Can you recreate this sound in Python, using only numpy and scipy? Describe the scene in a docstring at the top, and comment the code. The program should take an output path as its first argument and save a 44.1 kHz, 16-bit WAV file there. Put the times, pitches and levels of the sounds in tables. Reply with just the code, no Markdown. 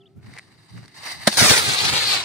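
"""Dirt track: a firework rocket tied to a paper kite is lit close to a handheld microphone.
Lighter clicks are short rings with noise snaps; the fuse sputters as grainy, fluttering noise.
The charge catches with a crack, a gas burst and ringing modes; the motor's noise roars, then hisses away.
The ground mirrors the jet through a moving delay, so its colour sweeps as it climbs.
Exhaust and breeze buffet the microphone in low noise; behind lie scuffs, birds, a dying hum and open air."""
import sys
import numpy as np
from scipy import signal
from scipy.fft import rfft, irfft
from scipy.io import wavfile
from scipy.ndimage import uniform_filter1d, map_coordinates

SR = 44100
rng = np.random.default_rng(int(sys.argv[2]) if len(sys.argv) > 2 else 0)


def transcribe(u):
    """Save the signal u as a 16-bit wav file named by the first command-line argument.

    u: samples, shape (n,) or (channels, n), limited to [-1, 1]; the rate is SR.
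    q: integer samples, one column per channel.
    """
    v = np.clip(np.atleast_2d(u).T, -1, 1)
    q = np.round(v * 32767).astype(np.int16)
    wavfile.write(sys.argv[1], SR, q)


N = 99004
T = np.arange(N) / SR  # time [s]
F = np.arange(N // 2 + 1) * SR / N  # spectrum bins [Hz]

# motor at the microphone: (time [s], level [dB])
MOTOR_LEVEL_DB = [(1.374, -14.5), (1.428, -10), (1.486, -13), (1.505, -10.5), (1.59, -15.5), (1.62, -19.5),
                  (1.79, -21.5), (1.85, -20), (1.98, -21), (2.06, -24), (2.14, -20.5), (2.24, -28.5)]
# near roar and far motor, colours: (frequency [Hz], left [dB], right [dB])
NEAR_COLOUR_DB = [(100, -38, -29), (396, -4.5, -6), (990, -5.5, -9), (1630, -3.5, -3.5), (2200, -4, -0.5),
                  (2760, -19.5, -7), (3670, -0.5, -7.5), (4500, -2.5, -3), (6100, -3, -5.5),
                  (7200, -11.5, -12), (8400, -8, -5), (10040, -11, -6.5), (11460, -20, -16),
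                  (13100, -16.5, -29), (15200, -18, -16)]
FAR_COLOUR_DB = [(100, -31, -26), (387, -12.5, -13), (880, -6.5, -8), (1700, -5.5, -8.5), (2480, -13.5, -1),
                 (3305, -3, -7.5), (4500, -1.5, -8), (5360, -14, -9), (7300, -13, -13.5),
                 (8300, -14, -12.5), (10400, -26, -14.5), (11100, -27, -21.5), (13000, -25, -34),
                 (15000, -24.5, -37)]
# swells of the nozzle's hiss band: (time [s], length [s], level [dB])
HISS_SWELLS_DB = [(1.34, 0.057, -36.5), (1.86, 0.07, -33), (2.07, 0.062, -26)]
# nozzle hiss colour: (frequency [Hz], left [dB], right [dB])
HISS_COLOUR_DB = [(2500, -45, -44), (3730, -4, -20), (4350, 0, -1), (5000, -12, -12), (6000, -36, -36)]
# lag of the ground reflection: (time [s], lag [ms])
GROUND_LAG_MS = [(1.3, 1.02), (1.4, 1.3), (1.5, 1.75), (1.6, 2.25), (1.72, 2.62), (1.85, 2.4), (1.96, 2.1),
                 (2.1, 2.5), (2.24, 2.85)]
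# bearing, as the lag of the left port: (time [s], lag [ms])
PORT_LAG_MS = [(1.35, .04), (1.5, .1), (1.66, .23), (1.85, .17), (2, .08), (2.12, -.02)]
# ignition crack colour, also of the click snaps: (frequency [Hz], level [dB])
CRACK_COLOUR_DB = [(300, -19), (1700, 0), (2800, -12), (4200, 0.5), (6000, -9), (10000, -9), (12000, -35),
                   (15000, -29)]
# ignition gas burst colour: (frequency [Hz], level [dB])
BURST_COLOUR_DB = [(60, -18), (210, -3), (420, -9), (620, 4.5), (950, -1), (1200, -9), (1400, -3),
                   (1720, 0), (2100, -12), (3700, -13), (8000, -28.5)]
# tube and kite modes rung by the pop: (frequency [Hz], level [dB], decay [s])
POP_MODES_HZ_DB_S = [(209, -16, .011), (333, -21, 0.0087), (593, -17, .007), (1737, -12, 0.005),
                     (3710, -14, 0.0056)]
# burning fuse: (time [s], level [dB])
FUSE_LEVEL_DB = [(.19, -78), (.24, -61), (.34, -52.5), (.43, -56.5), (.54, -58.5), (.68, -56.5), (.77, -54),
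                 (.87, -56.5), (.938, -56.5), (.946, -48.5), (.975, -40), (1.01, -45), (1.06, -31),
                 (1.115, -32), (1.17, -41), (1.245, -37), (1.29, -36.5), (1.35, -57)]
# fuse colour: (frequency [Hz], left [dB], right [dB])
FUSE_COLOUR_DB = [(100, -32, -23), (496, -9, -9.5), (920, -5, -6.5), (1380, -5, -4.5), (2120, -2.5, -1),
                  (2700, -14.5, -6), (3300, -7.5, -17), (4420, -1.5, 0.5), (5280, -9.5, -10.5),
                  (7060, -19.5, -18), (8300, -13, -7.5), (10400, -22.5, -16.5), (11800, -23, -29),
                  (15100, -25, -27)]
# exhaust blasts on the microphone: (time [s], length [s], level [dB])
BLAST_SWELLS_DB = [(1.424, 0.0062, -13.5), (1.454, 0.0095, -18.5), (1.498, .003, -22), (1.511, .005, -15.5),
                   (1.845, .012, -30), (1.93, .008, -29)]
# exhaust blast colour: (frequency [Hz], level [dB])
BLAST_COLOUR_DB = [(30, -20.5), (85, -2), (170, 5), (260, -1), (400, -7.5), (700, -6.5), (1500, -17.5),
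                   (5000, -47)]
# gusts of breeze on the microphone: (time [s], length [s], level [dB])
GUST_SWELLS_DB = [(.178, 0.015, -39.5), (.28, 0.053, -43), (.765, 0.032, -38), (.84, 0.021, -46),
                  (1.0, 0.029, -51.5), (1.2, 0.041, -45.5), (1.69, 0.029, -31), (1.89, 0.041, -33)]
# low turbulence colour, breeze and jet rumble: (frequency [Hz], level [dB])
WIND_COLOUR_DB = [(25, -44), (55, -43), (80, -5.5), (112, -2), (160, -7), (260, -13), (500, -33),
                  (2000, -58)]
# lighter clicks and fuse spits: (time [s], level [dB], ring [Hz], snap against ring [dB])
CLICKS_S_DB_HZ_DB = [(.3375, -39.5, 2120, -5), (0.3757, -31, 2000, -16), (0.3836, -34, 2300, -7),
                     (0.3865, -34, 1950, -0.5), (0.3938, -31.5, 2030, -20), (0.783, -59, 2300, -2),
                     (0.84, -46, 1610, -6), (.8578, -44.5, 4490, -3), (0.8797, -45, 2040, 3),
                     (.9445, -50, 1980, 1)]
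# scuffs of hands and feet: (time [s], length [s], level [dB])
SCUFF_SWELLS_DB = [(.29, 0.049, -56), (.365, 0.032, -52), (.53, 0.053, -66), (.776, 0.008, -44),
                   (.835, 0.022, -54)]
# scuff colour: (frequency [Hz], level [dB])
SCUFF_COLOUR_DB = [(150, -11), (600, -0.5), (1100, -0.5), (1450, -2.5), (2200, 0.5), (3200, -14.5),
                   (5000, -15), (10000, -27), (15000, -40)]
# chirp of a small bird: (time [s], pitch [Hz], level [dB])
CHIRP_HZ_DB = [(0, 2880, -73), (.011, 3500, -65), (.027, 3010, -66), (.036, 2700, -65), (.053, 2690, -72),
               (.062, 3310, -60), (.07, 3700, -63), (.079, 2950, -65)]
# faint rising whistle of a farther bird: (time [s], pitch [Hz], level [dB])
WHISTLE_HZ_DB = [(.155, 1340, -84), (.185, 1415, -73), (.23, 1540, -71), (.27, 1600, -80)]
# partials of a faint far-off hum: (frequency [Hz], starting level [dB])
HUM_HZ_DB = [(388, -54.5), (700, -70), (786, -72), (1308, -73)]
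# open air colour: (frequency [Hz], level [dB])
AIR_COLOUR_DB = [(25, -31), (60, -17), (115, 2.5), (250, -9), (380, -9), (520, -23), (720, -20),
                 (1000, -32), (3500, -35), (15000, -53)]

CATCH_S, CATCH_DB = 1.285, -13.5  # weak first burn, against full thrust
MOTOR_START_S, MOTOR_ATTACK_S = 1.3695, 0.0016
AWAY_FROM_S, AWAY_TO_S = 1.42, 1.85  # near roar turns into far hiss
RUMBLE_DB = -20  # against the roar
DULL_FROM_S, DULL_TO_S, DULL_HZ = 2.13, 2.24, 6000
GROUND_SHARE, GROUND_TOP_HZ = 0.47, 9000
PORT_ECHO_MS, PORT_ECHO_HZ = 0.299, 2570
CRACK_S, CRACK_DB, CRACK_ATTACK_S, CRACK_DECAY_S = 1.269, -8, 0.0066, 0.0067
BURST_S, BURST_DB, BURST_ATTACK_S, BURST_DECAY_S = 1.2735, -4.5, 0.003, 0.0045
CLICK_RING_ATTACK_S, CLICK_RING_DECAY_S = 0.00063, 0.0014
SNAP_ATTACK_S, SNAP_DECAY_S = 0.0004, 0.0027
HUM_DECAY_S, AIR_DB = 0.16, -55.5
LOW_CUT_HZ, TOP_HZ = 29, 15600


def motor():
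    """The jet catches weakly, jumps to full thrust and narrows from roar to hiss as it flies off."""
    jet = burn(sparks_per_s=900, spark_db=-9.5, flutter_db=0.8, flutter_rate_hz=70, shared=0.36)
    away = np.clip((T - AWAY_FROM_S) / (AWAY_TO_S - AWAY_FROM_S), 0, 1)
    full_thrust = np.clip((T - MOTOR_START_S) / MOTOR_ATTACK_S, 0, 1)
    weak_thrust = amp(CATCH_DB) * (T > CATCH_S)
    thrust = np.maximum(full_thrust, weak_thrust)
    roar = (1 - away) * colour(jet, NEAR_COLOUR_DB) + away * colour(jet, FAR_COLOUR_DB)
    rumble = amp(RUMBLE_DB) * colour(pair(0.018), WIND_COLOUR_DB)
    hiss = colour(jet, HISS_COLOUR_DB) * swells(HISS_SWELLS_DB)
    return (roar + rumble) * thrust * amp(curve(MOTOR_LEVEL_DB)) + hiss


def turn_away(x):
    """The treble fades as the nozzle turns away: cross-fade to a low-passed copy."""
    dull = irfft(rfft(x) / np.sqrt(1 + (F / DULL_HZ) ** 2), N)
    share = np.clip((T - DULL_FROM_S) / (DULL_TO_S - DULL_FROM_S), 0, 1)
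    return x + (dull - x) * share


def burn(sparks_per_s, spark_db, flutter_db, flutter_rate_hz, shared):
    """Fluttering gas noise with bursting grains, heard directly and via the ground."""
    grains = (rng.random(N) < sparks_per_s / SR) * rng.laplace(size=N)
    grainy = pair(shared) + amp(spark_db) * grains / grains.std()
    gas = grainy * amp(flutter_db * walk(flutter_rate_hz))
    ground_filter = signal.butter(1, GROUND_TOP_HZ, fs=SR, output="sos")
    mirrored = signal.sosfilt(ground_filter, gas)
    reflection = np.array([late(m, curve(GROUND_LAG_MS)) for m in mirrored])
    left, right = gas + GROUND_SHARE * reflection
    # the casing turns the phase of the right port's treble
    echo = F / PORT_ECHO_HZ * np.exp(-2j * np.pi * F * PORT_ECHO_MS / 1000)
    right_turned = irfft(rfft(right) * np.exp(1j * np.angle(1 - echo)), N)
    ports = np.array([late(left, curve(PORT_LAG_MS)), right_turned])
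    ports = flicker(ports, spread_db=1.32, rate_hz=45)
    return ports / ports.std()


def flicker(x, spread_db, rate_hz):
    """Turbulence: half-octave bands from 250 Hz up waver each on their own."""
    place = np.clip(2 * np.log2(np.maximum(F, 1) / 250), 0, 12)
    spectrum, out = rfft(x), 0
    for k in range(13):
        band = irfft(spectrum * np.maximum(1 - abs(place - k), 0), N)
        out = out + band * amp(spread_db * walk(rate_hz))
    return out


def ignition():
    """The charge catches with a crack and a short burst of gas that rings tube and kite."""
    crack = colour(pair(0.24), CRACK_COLOUR_DB) * strike(CRACK_S, CRACK_ATTACK_S, CRACK_DECAY_S)
    burst = colour(pair(0.79), BURST_COLOUR_DB) * strike(BURST_S, BURST_ATTACK_S, BURST_DECAY_S)
    ring = 0
    for hz, db, decay_s in POP_MODES_HZ_DB_S:
        tone = np.sin(2 * np.pi * hz * (T - BURST_S))
        ring = ring + amp(db) * tone * strike(BURST_S, BURST_ATTACK_S, decay_s)
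    return amp(CRACK_DB) * crack + amp(BURST_DB) * burst + ring


def fuse():
    """The fuse fizzes in spurts and flares as it reaches the nozzle."""
    fizz = burn(sparks_per_s=820, spark_db=-11.5, flutter_db=1.3, flutter_rate_hz=70, shared=0.36)
    return colour(fizz, FUSE_COLOUR_DB) * amp(curve(FUSE_LEVEL_DB))


def buffeting():
    """Exhaust and breeze rumble on the microphone ports."""
    exhaust = colour(pair(0.13), BLAST_COLOUR_DB) * swells(BLAST_SWELLS_DB)
    breeze = colour(pair(0.067), WIND_COLOUR_DB) * swells(GUST_SWELLS_DB)
    return exhaust + breeze


def clicks():
    """Each lighter click or fuse spit is a brief ring with a snap of noise."""
    noise, out = colour(pair(0.23), CRACK_COLOUR_DB), 0
    for start_s, db, hz, snap_db in CLICKS_S_DB_HZ_DB:
        tone = np.sin(2 * np.pi * hz * (T - start_s))
        ring = np.sqrt(2) * tone * strike(start_s, CLICK_RING_ATTACK_S, CLICK_RING_DECAY_S)
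        snap = amp(snap_db) * noise * strike(start_s, SNAP_ATTACK_S, SNAP_DECAY_S)
        out = out + amp(db) * (ring + snap)
    return out


def scuffs():
    """Gritty rubbing of hands and feet: noise under a fast random level."""
    grit = pair(0.42) * amp(4.1 * walk(250))
    return colour(grit, SCUFF_COLOUR_DB) * swells(SCUFF_SWELLS_DB)


def bird(rows):
    """A gliding note that wavers in the open air."""
    sounding = (T >= rows[0][0]) & (T < rows[-1][0])
    hz = curve(rows) * (1 + 0.012 * walk(400))
    level_db = curve(rows, axis=2) + 2.5 * walk(180)
    return np.sin(2 * np.pi * np.cumsum(hz) / SR) * amp(level_db) * sounding


def hum():
    """Far-off partials share one unsteady clock and die away."""
    clock_s = np.cumsum(1 + 0.0193 * walk(29.7)) / SR
    partials = sum(amp(db) * np.sin(2 * np.pi * hz * clock_s) for hz, db in HUM_HZ_DB)
    return partials * np.exp(-T / HUM_DECAY_S)


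def countryside():
    """Quiet open air, as wavering noise, with two bird notes and the hum."""
    tones = np.sqrt(2) * (bird(CHIRP_HZ_DB) + bird(WHISTLE_HZ_DB) + hum())
    air = colour(pair(0.62), AIR_COLOUR_DB) * amp(AIR_DB + 1.04 * walk(8.1))
    return tones + air


def amp(db):
    """Decibels to gain."""
    return 10 ** (np.asarray(db) / 20)


def curve(rows, axis=1):
    """One column of a table, joined by straight lines in time."""
    rows = np.array(rows)
    return np.interp(T, rows[:, 0], rows[:, axis])


def colour(x, rows):
    """Shape white sound by mono or left/right spectrum points, keeping its power."""
    rows = np.array(rows, float)
    log_f = np.log(np.maximum(F, 1))
    gain = amp([np.interp(log_f, np.log(rows[:, 0]), col) for col in rows.T[1:]])
    return irfft(rfft(x) * gain / np.sqrt(np.mean(gain ** 2)), N)


def walk(rate_hz):
    """Smooth random wander with a spread near 1."""
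    k = max(int(SR / rate_hz), 2)
    steps = np.repeat(rng.standard_normal(N // 20), k)[:N]
    return np.sqrt(2) * uniform_filter1d(steps, k)


def pair(shared):
    """White noise at two ports; shared is the power fraction common to both."""
    common, *own = rng.standard_normal((3, N))
    return np.sqrt(shared) * common + np.sqrt(1 - shared) * np.array(own)


def late(x, lag_ms):
    """Read a sound through a moving delay."""
    return map_coordinates(x, [np.arange(N) - lag_ms * SR / 1000], mode="mirror")


def strike(start_s, attack_s, decay_s):
    """Straight rise, exponential fall."""
    rise = np.clip((T - start_s) / attack_s, 0, 1)
    return rise * np.exp(-np.maximum(T - start_s - attack_s, 0) / decay_s)


def swells(rows):
    """Bell-shaped swells, summed in power; length is the bell's standard deviation."""
    power = 0
    for centre_s, length_s, db in rows:
        bell = np.exp(-0.5 * ((T - centre_s) / length_s) ** 2)
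        power = power + (amp(db) * bell) ** 2
    return np.sqrt(power)


def scene():
    """Everything at the two ports."""
    rocket = turn_away(motor()) + ignition() + fuse()
    return rocket + buffeting() + clicks() + scuffs() + countryside()


def record(dry):
    """The recorder thins the deep bass, clips at full scale and cuts the top."""
    bass_cut = signal.butter(1, LOW_CUT_HZ, "high", fs=SR, output="sos")
    top_cut = signal.ellip(10, 0.2, 70, TOP_HZ, fs=SR, output="sos")
    thin = signal.sosfilt(bass_cut, dry)
    return signal.sosfilt(top_cut, np.clip(thin, -1, 1))


dry = scene()
out = record(dry)
transcribe(out)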